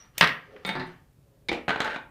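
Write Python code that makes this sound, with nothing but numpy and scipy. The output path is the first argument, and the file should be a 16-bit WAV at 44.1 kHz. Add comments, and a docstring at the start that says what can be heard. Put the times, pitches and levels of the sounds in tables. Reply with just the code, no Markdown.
"""A homemade chain-reaction machine on a wooden floor, heard from a metre away in a small room.
A faint metallic ring fades as a ball rumbles along plastic track. At 0.2 s a catch snaps and a wooden
block slams onto plastic. Loose pieces clatter and tinkle, then the ball bumps on the track. At 1.5 s
one ball knocks another, which drops down a wooden ramp and rolls on. Each hit makes a part ring at
its own natural tones (modes); rolling is a stream of tiny bumps that do the same."""
import sys
import numpy as np
from scipy import signal
from scipy.fft import rfft, irfft, next_fast_len
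from scipy.io import wavfile
from scipy.ndimage import uniform_filter1d

SR = 44100
rng = np.random.default_rng(int(sys.argv[2]) if len(sys.argv) > 2 else 0)


def to_wav(sig):
    """Store sig (one row per channel, or 1-D mono) as 16-bit WAV at the path in sys.argv[1].

    Samples outside -1..1 are clipped; the rate is SR.
    """
    pcm = np.clip(np.atleast_2d(sig), -1, 1) * 32767
    pcm = np.round(pcm).astype(np.int16)
    wavfile.write(sys.argv[1], SR, pcm.T)  # frames by channels


N = 92610
TIME = np.arange(N) / SR
RING_TIME = np.arange(16384) / SR  # seconds since a hit


def amp(db):
    """Turn decibels into a gain to multiply by."""
    return 10 ** (np.asarray(db) / 20)


def unit(x):
    """Scale a sound so that its energy is 1."""
    return x / np.sqrt(np.sum(x ** 2))


def at_hz(points, hz):
    """Read between the rows of a table, on a scale of octaves."""
    freqs, values = np.array(points, float).T
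    return np.interp(np.log(np.maximum(hz, 1)), np.log(freqs), values)


def fade(t60, t=RING_TIME):
    """A dying-away curve that falls 60 dB in t60 seconds."""
    return np.exp(-np.log(1000) * t / t60)


def colour(x, db_of_hz):
    """Turn each frequency up or down by the given dB."""
    n = 2 * next_fast_len(len(x))
    cepstrum = irfft(np.log(amp(db_of_hz(np.arange(n // 2 + 1) * SR / n))))
    cepstrum[1:n // 2] *= 2  # fold onto one side, so nothing sounds ahead of a hit
    cepstrum[n // 2 + 1:] = 0
    return irfft(rfft(x, n) * np.exp(rfft(cepstrum)))[:len(x)]


def tint(x, spectrum):
    """Shape a sound by a table of f/Hz, level/dB, then set its energy to 1."""
    return unit(colour(x, lambda hz: at_hz(spectrum, hz)))


def scatter(t60):
    """A fading burst of tones so crowded that they sound like noise."""
    t = RING_TIME[:int(np.clip(2 * t60 * SR, 256, len(RING_TIME)))]
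    burst = rng.standard_normal(len(RING_TIME))[:len(t)] * fade(t60, t)
    for _ in range(2):  # make all frequencies equally strong, then restore the fade
        phase = np.angle(rfft(burst, 2 * next_fast_len(len(t))))
        flat = irfft(np.exp(1j * phase))[:len(t)]
        power = np.abs(uniform_filter1d(flat ** 2, len(t) // 16))
        burst = flat / np.sqrt(power + 1e-18) * fade(t60, t)
    return np.pad(unit(burst), (0, len(RING_TIME) - len(t)))


def ring(modes, t60):
    """A part's strong tones fade away, each slightly detuned by where the part is pressed."""
    tones = 0
    for k, (hz, db) in enumerate(modes):
        pitch = hz * (1 + 0.0079 * rng.standard_normal())
        tones += (-1) ** k * amp(db) * unit(fade(t60) * np.sin(2 * np.pi * pitch * RING_TIME))
    return tones


def crack(spectrum, burst_t60, burst_db):
    """The noisy side of a hit: a short crack plus a burst of crowded tones."""
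    return tint(scatter(t60=0.013) + amp(burst_db) * scatter(burst_t60), spectrum)


def struck(hits, modes, spectrum, burst_t60, burst_db, ring_t60, room_db):
    """A part hit several times in the room; harder contact gives more treble."""
    treble_hz = 4870
    sound = np.zeros(N + len(RING_TIME))
    for seconds, db, treble_db in hits:
        blow = unit(crack(spectrum, burst_t60, burst_db) + ring(modes, ring_t60))
        blow = colour(blow, lambda hz: treble_db * hz ** 2 / (hz ** 2 + treble_hz ** 2))
        start = int(seconds * SR)
        sound[start:start + len(blow)] += amp(db) * np.sqrt(SR / 100) * blow  # energy of 10 ms at db
    return in_room(sound[:N], room_db)


def rolling(levels, response, room_db):
    """A rolling ball: many tiny uneven bumps ring the surface under it."""
    bumps_per_s, spread_db = 1200, 3
    bumps = (rng.random(N) < bumps_per_s / SR) * rng.choice([-1, 1], N)
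    bumps = bumps * amp(spread_db * rng.standard_normal(N))
    seconds, db = np.array(levels, float).T
    loudness = amp(np.interp(TIME, seconds, db, left=-140, right=-140))
    shaking = unit(bumps) * np.sqrt(N) * loudness
    return in_room(signal.fftconvolve(shaking, unit(response))[:N], room_db)


def block_slam():
    """A wooden block slams onto plastic and bounces."""
    hits = [(.2105, -6, -4.5), (.2235, -15, -4.5), (.2285, -11.5, -7.5), (.238, -11.5, -25),
            (.2432, -16, -5.5), (.2735, -25, 4.5), (.292, -24.5, -7.5), (.5635, -43.5, -25)]  # contacts: t/s, level/dB, treble/dB
    modes = [(135, -22), (172, -21), (1238, -19), (1597, -13), (1711, -14.5), (1874, -14)]  # strong tones: f/Hz, level/dB
    spectrum = [(40, -26.5), (90, -13.5), (140, -5), (600, -11.5), (1100, -2), (2000, -0.5), (3100, -5),
                (4500, -10), (5800, -19), (6400, -26.5), (15000, -33.5)]  # tone of the crack: f/Hz, level/dB
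    return struck(hits, modes, spectrum, burst_t60=0.04, burst_db=2.5, ring_t60=0.08, room_db=-4.5)


def ball_on_ramp():
    """A ball drops down a wooden ramp and rolls on; steady bumping keeps the wood ringing."""
    hits = [(1.681, -23.5, -12), (1.6935, -23.5, 1), (1.7055, -22, -4), (1.7595, -27, -12),
            (1.8038, -24, 13), (1.818, -31, 14.5), (1.846, -42, 27), (1.8585, -41.5, 8), (1.876, -31, -29),
            (1.8995, -36.5, 2.5), (1.9605, -30.5, -4.5)]  # bounces: t/s, level/dB, treble/dB
    modes = [(841, -11), (908, -13), (1400, -13), (1513, -5), (1590, -11)]  # strong tones: f/Hz, level/dB
    spectrum = [(50, -17), (200, -2.5), (1600, 0.5), (2800, -7.5), (4000, -9), (5100, -27), (6700, -27),
                (11000, -49)]  # tone of the crack: f/Hz, level/dB
    roll_levels = [(1.69, -34.5), (1.79, -40.5), (1.86, -30.5), (1.95, -33.5), (2.03, -57.5), (2.1, -74)]  # loudness of the roll: t/s, level/dB
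    roll_spectrum = [(100, -11.5), (400, 6.5), (900, -2), (1520, 2.5), (1900, 3), (4000, -9.5),
                     (6000, -24.5), (14000, -41.5)]  # tone of the roll: f/Hz, level/dB
    wood = dict(burst_t60=0.03, burst_db=5)
    bounces = struck(hits, modes, spectrum, **wood, ring_t60=0.07, room_db=-3)
    one_bump = crack(roll_spectrum, **wood) + amp(5) * ring(modes, t60=0.09)
    return bounces + rolling(roll_levels, one_bump, room_db=-8.5)


def ball_knock():
    """One ball knocks another with a short, bright click."""
    hits = [(1.4857, -28.5, -2), (1.4915, -23, -13), (1.519, -40, 0.5), (1.547, -45, 3.5)]  # contacts: t/s, level/dB, treble/dB
    modes = [(2130, -3), (2213, -2), (2363, -2), (3596, -7), (9500, -24)]  # strong tones: f/Hz, level/dB
    spectrum = [(100, -18.5), (500, -14), (1300, -16), (2200, -2.5), (2800, -18.5), (3800, -2),
                (5500, -19.5), (15000, -50)]  # tone of the crack: f/Hz, level/dB
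    return struck(hits, modes, spectrum, burst_t60=0.03, burst_db=4, ring_t60=0.03, room_db=-5.5)


def thuds():
    """Low, dull hits follow the knock."""
    hits = [(1.4935, -31.5, -16), (1.5165, -25, -11), (1.529, -29, 0), (1.685, -30, 4)]  # contacts: t/s, level/dB, treble/dB
    modes = [(132, -11), (208, -6), (381, -1), (610, -9), (905, -7.5), (1068, -8)]  # tones that die at once: f/Hz, level/dB
    spectrum = [(50, -18.5), (180, -0.5), (480, 1.5), (900, -7), (1400, -14), (2300, -5), (7000, -29),
                (12000, -43)]  # tone of the thud: f/Hz, level/dB
    return struck(hits, modes, spectrum, burst_t60=0.16, burst_db=1, ring_t60=0.001, room_db=-2.5)


def clatter():
    """Loose pieces are hit and ring briefly."""
    hits = [(.6495, -29.5, 2.5), (.676, -30, -14), (.691, -24.5, -5)]  # contacts: t/s, level/dB, treble/dB
    modes = [(176, -9), (378, -12), (890, -13), (1350, -10), (2222, -7), (3675, -4.5)]  # strong tones: f/Hz, level/dB
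    spectrum = [(60, -10), (180, -2), (2200, -1), (3000, -8.5), (3900, -1.5), (5500, -20), (15000, -40)]  # tone of the crack: f/Hz, level/dB
    return struck(hits, modes, spectrum, burst_t60=0.05, burst_db=4, ring_t60=0.12, room_db=-1)


def catch_snap():
    """A catch snaps: two quick contacts with almost no ringing."""
    hits = [(.1797, -40, 3.5), (.1815, -25.5, -0.5)]  # contacts: t/s, level/dB, treble/dB
    modes = [(2400, -12), (7200, -16.5)]  # tones that die at once: f/Hz, level/dB
    spectrum = [(900, -27), (1500, -15.5), (2300, 5.5), (4500, -5), (7200, -1.5), (11000, -9),
                (14500, -2.5)]  # tone of the crack: f/Hz, level/dB
    return struck(hits, modes, spectrum, burst_t60=0.001, burst_db=-11, ring_t60=0.001, room_db=-1)


def ball_on_track():
    """A ball bumps and rumbles along plastic track, which hums under it."""
    hits = [(.7535, -30.5, 11), (.767, -43, -22), (.780, -40, -18), (.797, -33, 9.5), (.810, -43.5, -4)]  # knocks: t/s, level/dB, treble/dB
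    modes = [(130, -6), (170, -6.5), (254, -7.5), (358, -4), (900, -8.5), (1765, -9), (4900, -34)]  # strong tones: f/Hz, level/dB
    spectrum = [(60, -3), (170, -4.5), (1850, 2.5), (2900, -14), (4200, -8.5), (6000, -36.5), (15000, -55)]  # tone of the crack: f/Hz, level/dB
    roll_levels = [(0, -57.5), (.05, -61), (.1, -92), (.17, -53.5), (.45, -63.5), (.63, -62.5), (.88, -57),
                   (1.03, -83)]  # loudness of the roll: t/s, level/dB
    roll_spectrum = [(70, -22.5), (450, -0.5), (800, -3), (1700, -3.5), (4500, -14), (12000, -38.5)]  # tone of the roll: f/Hz, level/dB
    hum_levels = [(.45, -60), (.57, -47), (.65, -75), (1.2, -88), (1.25, -69), (1.48, -70)]  # loudness of the hum: t/s, level/dB
    hum_modes = [(421, -2.5), (466, -6), (530, -6)]  # tones of the hum: f/Hz, level/dB
    plastic = dict(burst_t60=0.11, burst_db=2)
    knocks = struck(hits, modes, spectrum, **plastic, ring_t60=0.18, room_db=2.3)
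    roll = rolling(roll_levels, crack(roll_spectrum, **plastic), room_db=-0.5)
    hum = rolling(hum_levels, ring(hum_modes, t60=0.046), room_db=-2.5)
    return knocks + roll + hum


def tinkle():
    """Light taps make loose pieces ring very high."""
    hits = [(.6635, -45, 0), (.673, -48, 0), (.691, -50, 0), (.8685, -67, 0)]  # taps: t/s, level/dB, treble/dB
    modes = [(8522, -5), (9500, -9)]  # strong tones: f/Hz, level/dB
    spectrum = [(3500, -24), (8700, 5), (10500, 3), (12300, -16), (14500, 3.5)]  # tone of the crack: f/Hz, level/dB
    return struck(hits, modes, spectrum, burst_t60=0.06, burst_db=9, ring_t60=0.07, room_db=-3)


def metal_ring():
    """A thin ring of closely packed tones dies away at the start."""
    centre_hz, width_hz = 5770, 170
    noise = rng.standard_normal(N)
    band = colour(noise, lambda hz: -20 * np.log10(1 + (2 * (hz - centre_hz) / width_hz) ** 2))
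    return amp(-49.5) * np.sqrt(N) * unit(band) * fade(t60=0.23, t=TIME)


def in_room(direct, room_db):
    """Add the room's blur of echoes, which builds up quickly and then fades."""
    fade_times = [(120, 0.34), (400, 0.36), (2000, 0.3451), (6000, 0.184), (14000, 0.4)]  # time for echoes to fall 60 dB: f/Hz, t/s
    spectrum = [(3000, 1), (15000, -5.5)]  # tone of the echoes: f/Hz, level/dB
    delay_s, build_s = 0.00039, 0.00097
    noise = rfft(rng.standard_normal(len(RING_TIME)))
    centres_hz = np.geomspace(60, 16000, 9)
    band_position = at_hz(list(zip(centres_hz, range(9))), np.linspace(1, SR / 2, len(noise)))
    echoes = 0
    for k, hz in enumerate(centres_hz):  # each band fades at its own speed
        band = irfft(noise * np.maximum(1 - abs(band_position - k), 0))
        echoes += band * fade(at_hz(fade_times, hz))
    build_up = 1 - np.exp(-np.maximum(RING_TIME - delay_s, 0) / build_s)
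    echoes = colour(unit(echoes * build_up), lambda hz: at_hz(spectrum, hz))
    return direct + amp(room_db) * signal.fftconvolve(direct, echoes)[:N]


def background():
    """The room's steady low rumble and faint hiss."""
    rumble_spectrum = [(20, -21.5), (50, -1.5), (90, -5.5), (135, 0.5), (220, -12.5), (500, -21),
                       (2000, -46)]  # tone of the rumble: f/Hz, level/dB
    hiss_spectrum = [(1000, 0.5), (6000, -9)]  # tone of the hiss: f/Hz, level/dB
    rumble = amp(-59.5) * tint(rng.standard_normal(N), rumble_spectrum)
    hiss = amp(-72.5) * tint(rng.standard_normal(N), hiss_spectrum)
    return np.sqrt(N) * (rumble + hiss)


def scene():
    """The parts strike in turn while balls roll, all in one channel."""
    blows = catch_snap() + block_slam() + clatter() + tinkle() + ball_knock() + thuds()
    return (blows + ball_on_track() + ball_on_ramp() + metal_ring() + background())[None]


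def record(dry):
    """A limiter turns loud moments down and recovers slowly; peaks and the highest treble are cut."""
    ceiling_db, recovery_s, top_hz = -8, 0.99, 15250
    loudness = np.sqrt(np.abs(uniform_filter1d(dry[0] ** 2, size=132)))  # averaged over 3 ms
    held = np.maximum.accumulate(loudness * np.exp(TIME / recovery_s)) * np.exp(-TIME / recovery_s)
    limited = dry / np.maximum(1, held / amp(ceiling_db))
    low_pass = signal.ellip(8, 0.2, 70, top_hz, fs=SR, output="sos")
    return signal.sosfilt(low_pass, np.clip(limited, -0.88, 0.88))


dry = scene()
out = record(dry)
to_wav(out)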